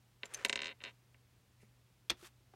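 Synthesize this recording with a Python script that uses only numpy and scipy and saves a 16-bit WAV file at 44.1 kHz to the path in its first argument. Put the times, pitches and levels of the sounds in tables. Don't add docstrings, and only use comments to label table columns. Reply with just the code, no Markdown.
import sys
import numpy as np
from scipy import signal
from scipy.fft import rfft, irfft
from scipy.io import wavfile

SR = 44100
rng = np.random.default_rng(int(sys.argv[2]) if len(sys.argv) > 2 else 0)


def wav_out(sig):
    wavfile.write(sys.argv[1], SR, np.round(np.clip(np.atleast_2d(sig).T, -1, 1) * 32767).astype(np.int16))


N = 112454
T = np.arange(N) / SR
RING_T = T[:SR // 5]
TOP_HZ = 15900

# (frequency [Hz], relative level [dB])
HISS_COLOUR = [(20, -30), (45, -9), (95, -7), (150, -11.5), (210, -15.5), (330, -19.5), (700, -24),
               (1500, -26.5), (2600, -27), (15500, -37.5)]
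# (time [s], level [dB])
DRAG_LEVEL = [(.22, -72), (.245, -59), (.285, -67.5), (.32, -58.5), (.41, -52.5), (.44, -57.5),
              (.55, -65.5), (.70, -61), (.745, -82), (.79, -91), (.825, -64), (.89, -64.5), (.92, -72)]
# (frequency [Hz], relative level [dB])
DRAG_COLOUR = [(100, -6.5), (250, -9.5), (430, 7), (700, 0.5), (1800, 3), (2800, -2.5), (4500, -12.5),
               (7000, -12), (15000, -33.5)]
# (time [s], relative level [dB], low-pass cutoff [Hz])
FINGER_SLIPS = [(.2319, -12.5, 4120), (.4481, -1, 15500), (.4604, -14.5, 4600), (.4951, -4.5, 9200),
                (.5271, -6, 7960), (.5564, -7.5, 8000), (.5738, -14.5, 4960), (.5903, -12.5, 4930),
                (.6027, -16.5, 4770), (.6177, -12, 7600), (.6317, -13.5, 4470), (.6431, -16, 7400),
                (.6562, -13.5, 6700), (.6685, -16, 7060), (.6799, -17, 4630), (.6896, -19.5, 4460),
                (.8036, -29, 3280), (.8376, -16.5, 7560), (.8490, -19, 4660), (.858, -20.5, 4130),
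                (.8629, -30, 4200), (1.1435, -34, 2580)]
# (frequency [Hz], relative level [dB], t60 [s])
SHEET_MODES = [(218, -12, 0.062), (424, 1, 0.082), (541, -4, 0.061), (1555, 1, 0.041), (1804, -2, 0.019),
               (2067, 4.5, 0.04), (2250, 2.5, 0.042), (2760, 3, 0.0085), (3174, 1, 0.02),
               (3700, 1.5, 0.013), (4220, -3, 0.011), (5065, -8, 0.016), (6530, -7, 0.04),
               (8440, -8.5, 0.012)]
# (frequency [Hz], relative level [dB])
SHEET_WASH = [(100, -14), (210, -2), (320, -11.5), (500, -3.5), (700, 2.5), (950, 1.5), (1300, -15),
              (2500, -4.5), (4200, -2), (5800, -3.5), (7500, -1.5), (10000, -7), (16000, -14.5)]
# (time [s], relative level [dB], centre pitch [Hz])
CLINKS = [(.2556, -28, 7300), (.3384, -23.5, 9000), (.3452, -17.5, 6200), (.3727, -33.5, 8000),
          (.4845, -30, 7500)]
# (frequency [Hz], relative level [dB], t60 [s])
CLINK_MODES = [(4190, -19.5, 0.026), (6230, 3, 0.032), (7300, -1, 0.029), (9300, 1.5, 0.017),
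               (12500, -8, 0.02)]
# (frequency [Hz], relative level [dB])
CLINK_WASH = [(500, -28), (2500, 6), (6500, -1), (10000, -1), (12500, -6.5), (14000, -21.5), (16000, -31.5)]
# (time [s], relative level [dB], pitch [Hz], t60 [s])
FINGER_BUMPS = [(.562, -36, 67, 0.061), (1.63, -39, 400, 0.036), (1.63, -37, 210, 0.13),
                (2.106, -28, 61.5, 0.17), (2.107, -34.5, 271, 0.049), (2.227, -29.5, 351, 0.094),
                (2.405, -45.5, 352, 0.066), (2.5374, -34.5, 777, .04), (2.539, -37, 383, 0.033)]
# (start [s], end [s], first level [dB], last level [dB])
CREAKS = [(0.697, 0.726, -23, -29.5), (0.8122, 0.818, -30.5, -29), (0.866, 0.892, -28, -27.5),
          (0.887, 0.909, -32, -36.5)]
# (time [s], level [dB])
BRUSH_LEVEL = [(1.585, -90.5), (1.61, -71), (1.63, -72), (1.655, -80), (1.68, -88)]
# (frequency [Hz], relative level [dB])
BRUSH_COLOUR = [(300, -19), (1500, -21), (2000, 4), (2450, 4), (3200, -13), (7000, -12), (10000, -9),
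                (15000, -27.5)]
# (time [s], relative level [dB], low-pass [Hz], high-pass [Hz])
STUD_SNAPS = [(2.0981, 0, 5800, 2500), (2.1023, -2, 11500, 585), (2.11, -17, 3000, 100),
              (2.116, -15.5, 5000, 100), (2.2459, -27.5, 4000, 900)]
# (frequency [Hz], relative level [dB], t60 [s])
PLATE_MODES = [(360, 1.5, 0.14), (529, -8, 0.046), (692, -2, 0.031), (1354, -1.5, 0.045), (1830, -8, 0.079),
               (2445, -4, 0.019), (2746, -3, 0.014), (3386, 3.5, 0.03), (3560, 2.5, 0.014),
               (4380, 0.5, 0.02), (5220, -18.5, 0.034), (6100, -3.5, 0.013), (7970, -8.5, 0.015),
               (8600, -4.5, 0.016)]
# (frequency [Hz], relative level [dB])
PLATE_WASH = [(60, -17), (250, 9), (1000, -6.5), (3500, -0.5), (5500, -5), (7000, -9.5), (9200, -20),
              (12000, -8), (16000, -11)]
# (time [s], level [dB])
SCUFF_LEVEL = [(2.17, -71.5), (2.20, -67), (2.238, -61.5), (2.247, -57), (2.272, -57.5), (2.29, -73),
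               (2.31, -84.5)]
# (frequency [Hz], relative level [dB])
SCUFF_COLOUR = [(200, -8), (500, -3.5), (900, -2.5), (1300, 4.5), (2000, -1), (3000, 0), (5000, -4),
                (8500, -5.5), (12000, -10), (16000, -18)]


def amp(db):
    return 10 ** (np.asarray(db) / 20)


def unit(x):
    return x / np.sqrt(np.sum(x ** 2))


def level(x, db):
    return x * amp(db) / np.std(x)


def decay(t60):
    return amp(-60 * RING_T / t60)


def add(out, start_s, x):
    i = int(start_s * SR)
    out[i:i + len(x)] += x[:N - i]


def through(x, response):
    return signal.fftconvolve(x, response)[:len(x)]


def lowpass(x, hz, order=3):
    return signal.sosfilt(signal.butter(order, hz, fs=SR, output="sos"), x)


def highpass(x, hz, order=3):
    return signal.sosfilt(signal.butter(order, hz, "high", fs=SR, output="sos"), x)


def colour(x, points):
    size = 4096
    hz, db = np.array(points).T
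    bins_hz = np.fft.rfftfreq(size, 1 / SR)
    gain = amp(np.interp(np.log(bins_hz + 1), np.log(hz), db))
    cepstrum = irfft(np.log(gain))
    cepstrum[1:size // 2] *= 2
    cepstrum[size // 2 + 1:] = 0
    return through(x, irfft(np.exp(rfft(cepstrum))))


def ring(modes, sign=-1):
    return unit(sum(sign ** k * amp(db) / t60 * decay(t60) * np.sin(2 * np.pi * hz * RING_T)
                    for k, (hz, db, t60) in enumerate(modes)))


def wash(points, t60_low, t60_high, split_hz=1500):
    noise = rng.standard_normal(len(RING_T))
    bass = lowpass(noise, split_hz, order=2) * decay(t60_low)
    treble = highpass(noise, split_hz, order=2) * decay(t60_high)
    return unit(colour(bass - treble, points))


def friction(curve, points, catches_per_s=5000, scatter_db=0.5):
    catches = rng.random(N) < catches_per_s / SR
    grains = catches * rng.standard_normal(N) * amp(scatter_db * rng.standard_normal(N))
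    times, db = np.array(curve).T
    envelope = amp(np.interp(T, times, db)) * (T > times[0]) * (T < times[-1])
    return level(colour(grains, points), 0) * envelope


def room_tone(hum_hz=121.1, waver_depth=0.099, rumble_hz=57):
    waver = level(lowpass(rng.standard_normal(N), hz=6, order=2), 0)
    hum = level((1 + waver_depth * waver) * np.sin(2 * np.pi * hum_hz * T), db=-71)
    hiss = colour(rng.standard_normal(N), HISS_COLOUR)
    hiss *= amp(-74.5) / np.std(highpass(hiss, hz=200, order=4))
    rumble = through(rng.standard_normal(N), ring([(rumble_hz, 0, 0.25)]))
    return hum + level(rumble, db=-86) + hiss


def finger_drag():
    return friction(DRAG_LEVEL, DRAG_COLOUR)


def bending_wave(x, travel_s):
    size = 4 * len(x)
    hz = np.fft.rfftfreq(size, 1 / SR)
    turns = travel_s * (2 * np.sqrt(2000 * hz) - hz * np.sqrt(2000 / TOP_HZ))
    return irfft(rfft(x, size) * np.exp(-2j * np.pi * turns), size)[:len(x)]


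def paper_sheet():
    modes = ring(SHEET_MODES)
    edge_echo = amp(-15) * bending_wave(modes, travel_s=0.0079)
    dense = amp(-8.5) * wash(SHEET_WASH, t60_low=0.076, t60_high=0.038)
    response = bending_wave(modes + edge_echo + dense, travel_s=0.001563)
    force = np.zeros(N)
    for start, db, cutoff_hz in FINGER_SLIPS + creak_slips():
        add(force, start, amp(db) * lowpass(signal.unit_impulse(SR // 100), cutoff_hz, order=5))
    return amp(-1.5) * through(force, response)


def plastic_clinks(width_octaves=0.12):
    out = np.zeros(N)
    for start, db, centre_hz in CLINKS:
        modes = []
        for hz, mode_db, t60 in CLINK_MODES:
            detuning = np.log2(hz / centre_hz) / width_octaves
            modes.append((hz, mode_db - 20 * np.log10(1 + detuning ** 2), t60))
        strongest_db = max(mode_db for _, mode_db, _ in modes)
        dense = amp(-3) * wash(CLINK_WASH, t60_low=0.03, t60_high=0.0345)
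        add(out, start, amp(db) * (amp(strongest_db) * ring(modes) + dense))
    return out


def finger_bumps():
    out = np.zeros(N)
    for start, db, hz, t60 in FINGER_BUMPS:
        burst = rng.standard_normal(len(RING_T)) * decay(t60)
        pat = amp(-7) * unit(lowpass(burst, 2 * hz, order=2))
        add(out, start, amp(db) * (ring([(hz, 0, t60)]) + pat))
    return out


def creak_slips(slips_per_s=220, cutoff_hz=3850, jitter=0.31, scatter_db=3):
    slips = []
    for start, end, first_db, last_db in CREAKS:
        time = start
        for gap, strength in rng.standard_normal((32, 2)):
            if time < end:
                db = np.interp(time, [start, end], [first_db, last_db]) + scatter_db * strength
                slips.append((time, db, cutoff_hz))
            time += np.exp(jitter * gap) / slips_per_s
    return slips


def finger_brush():
    return friction(BRUSH_LEVEL, BRUSH_COLOUR)


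def stud_snaps():
    out = np.zeros(N)
    modes = ring(PLATE_MODES, sign=1)
    for start, db, high_hz, low_hz in STUD_SNAPS:
        dense = amp(-2) * wash(PLATE_WASH, t60_low=0.089, t60_high=0.043)
        snap = highpass(lowpass(modes + dense, high_hz), low_hz, order=2)
        add(out, start, amp(db) * snap)
    return amp(-4) * out


def seating_scuff():
    return friction(SCUFF_LEVEL, SCUFF_COLOUR, catches_per_s=8200, scatter_db=3)


def small_room(x, t60=0.15, first_echo_s=0.008, tail_db=-30):
    noise = lowpass(rng.standard_normal(len(RING_T)), hz=7000, order=1)
    tail = unit(noise * decay(t60) * (RING_T > first_echo_s))
    return x + amp(tail_db) * through(x, tail)


def scene():
    paper = paper_sheet() + finger_drag()
    plastic = plastic_clinks() + seating_scuff() + finger_brush() + stud_snaps()
    return (small_room(paper + plastic + finger_bumps()) + room_tone())[None]


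def record(dry):
    microphone = highpass(dry, hz=42.16)
    top_cut = signal.ellip(10, 0.2, 70, TOP_HZ, fs=SR, output="sos")
    return signal.sosfilt(top_cut, microphone)


dry = scene()
out = record(dry)
wav_out(out)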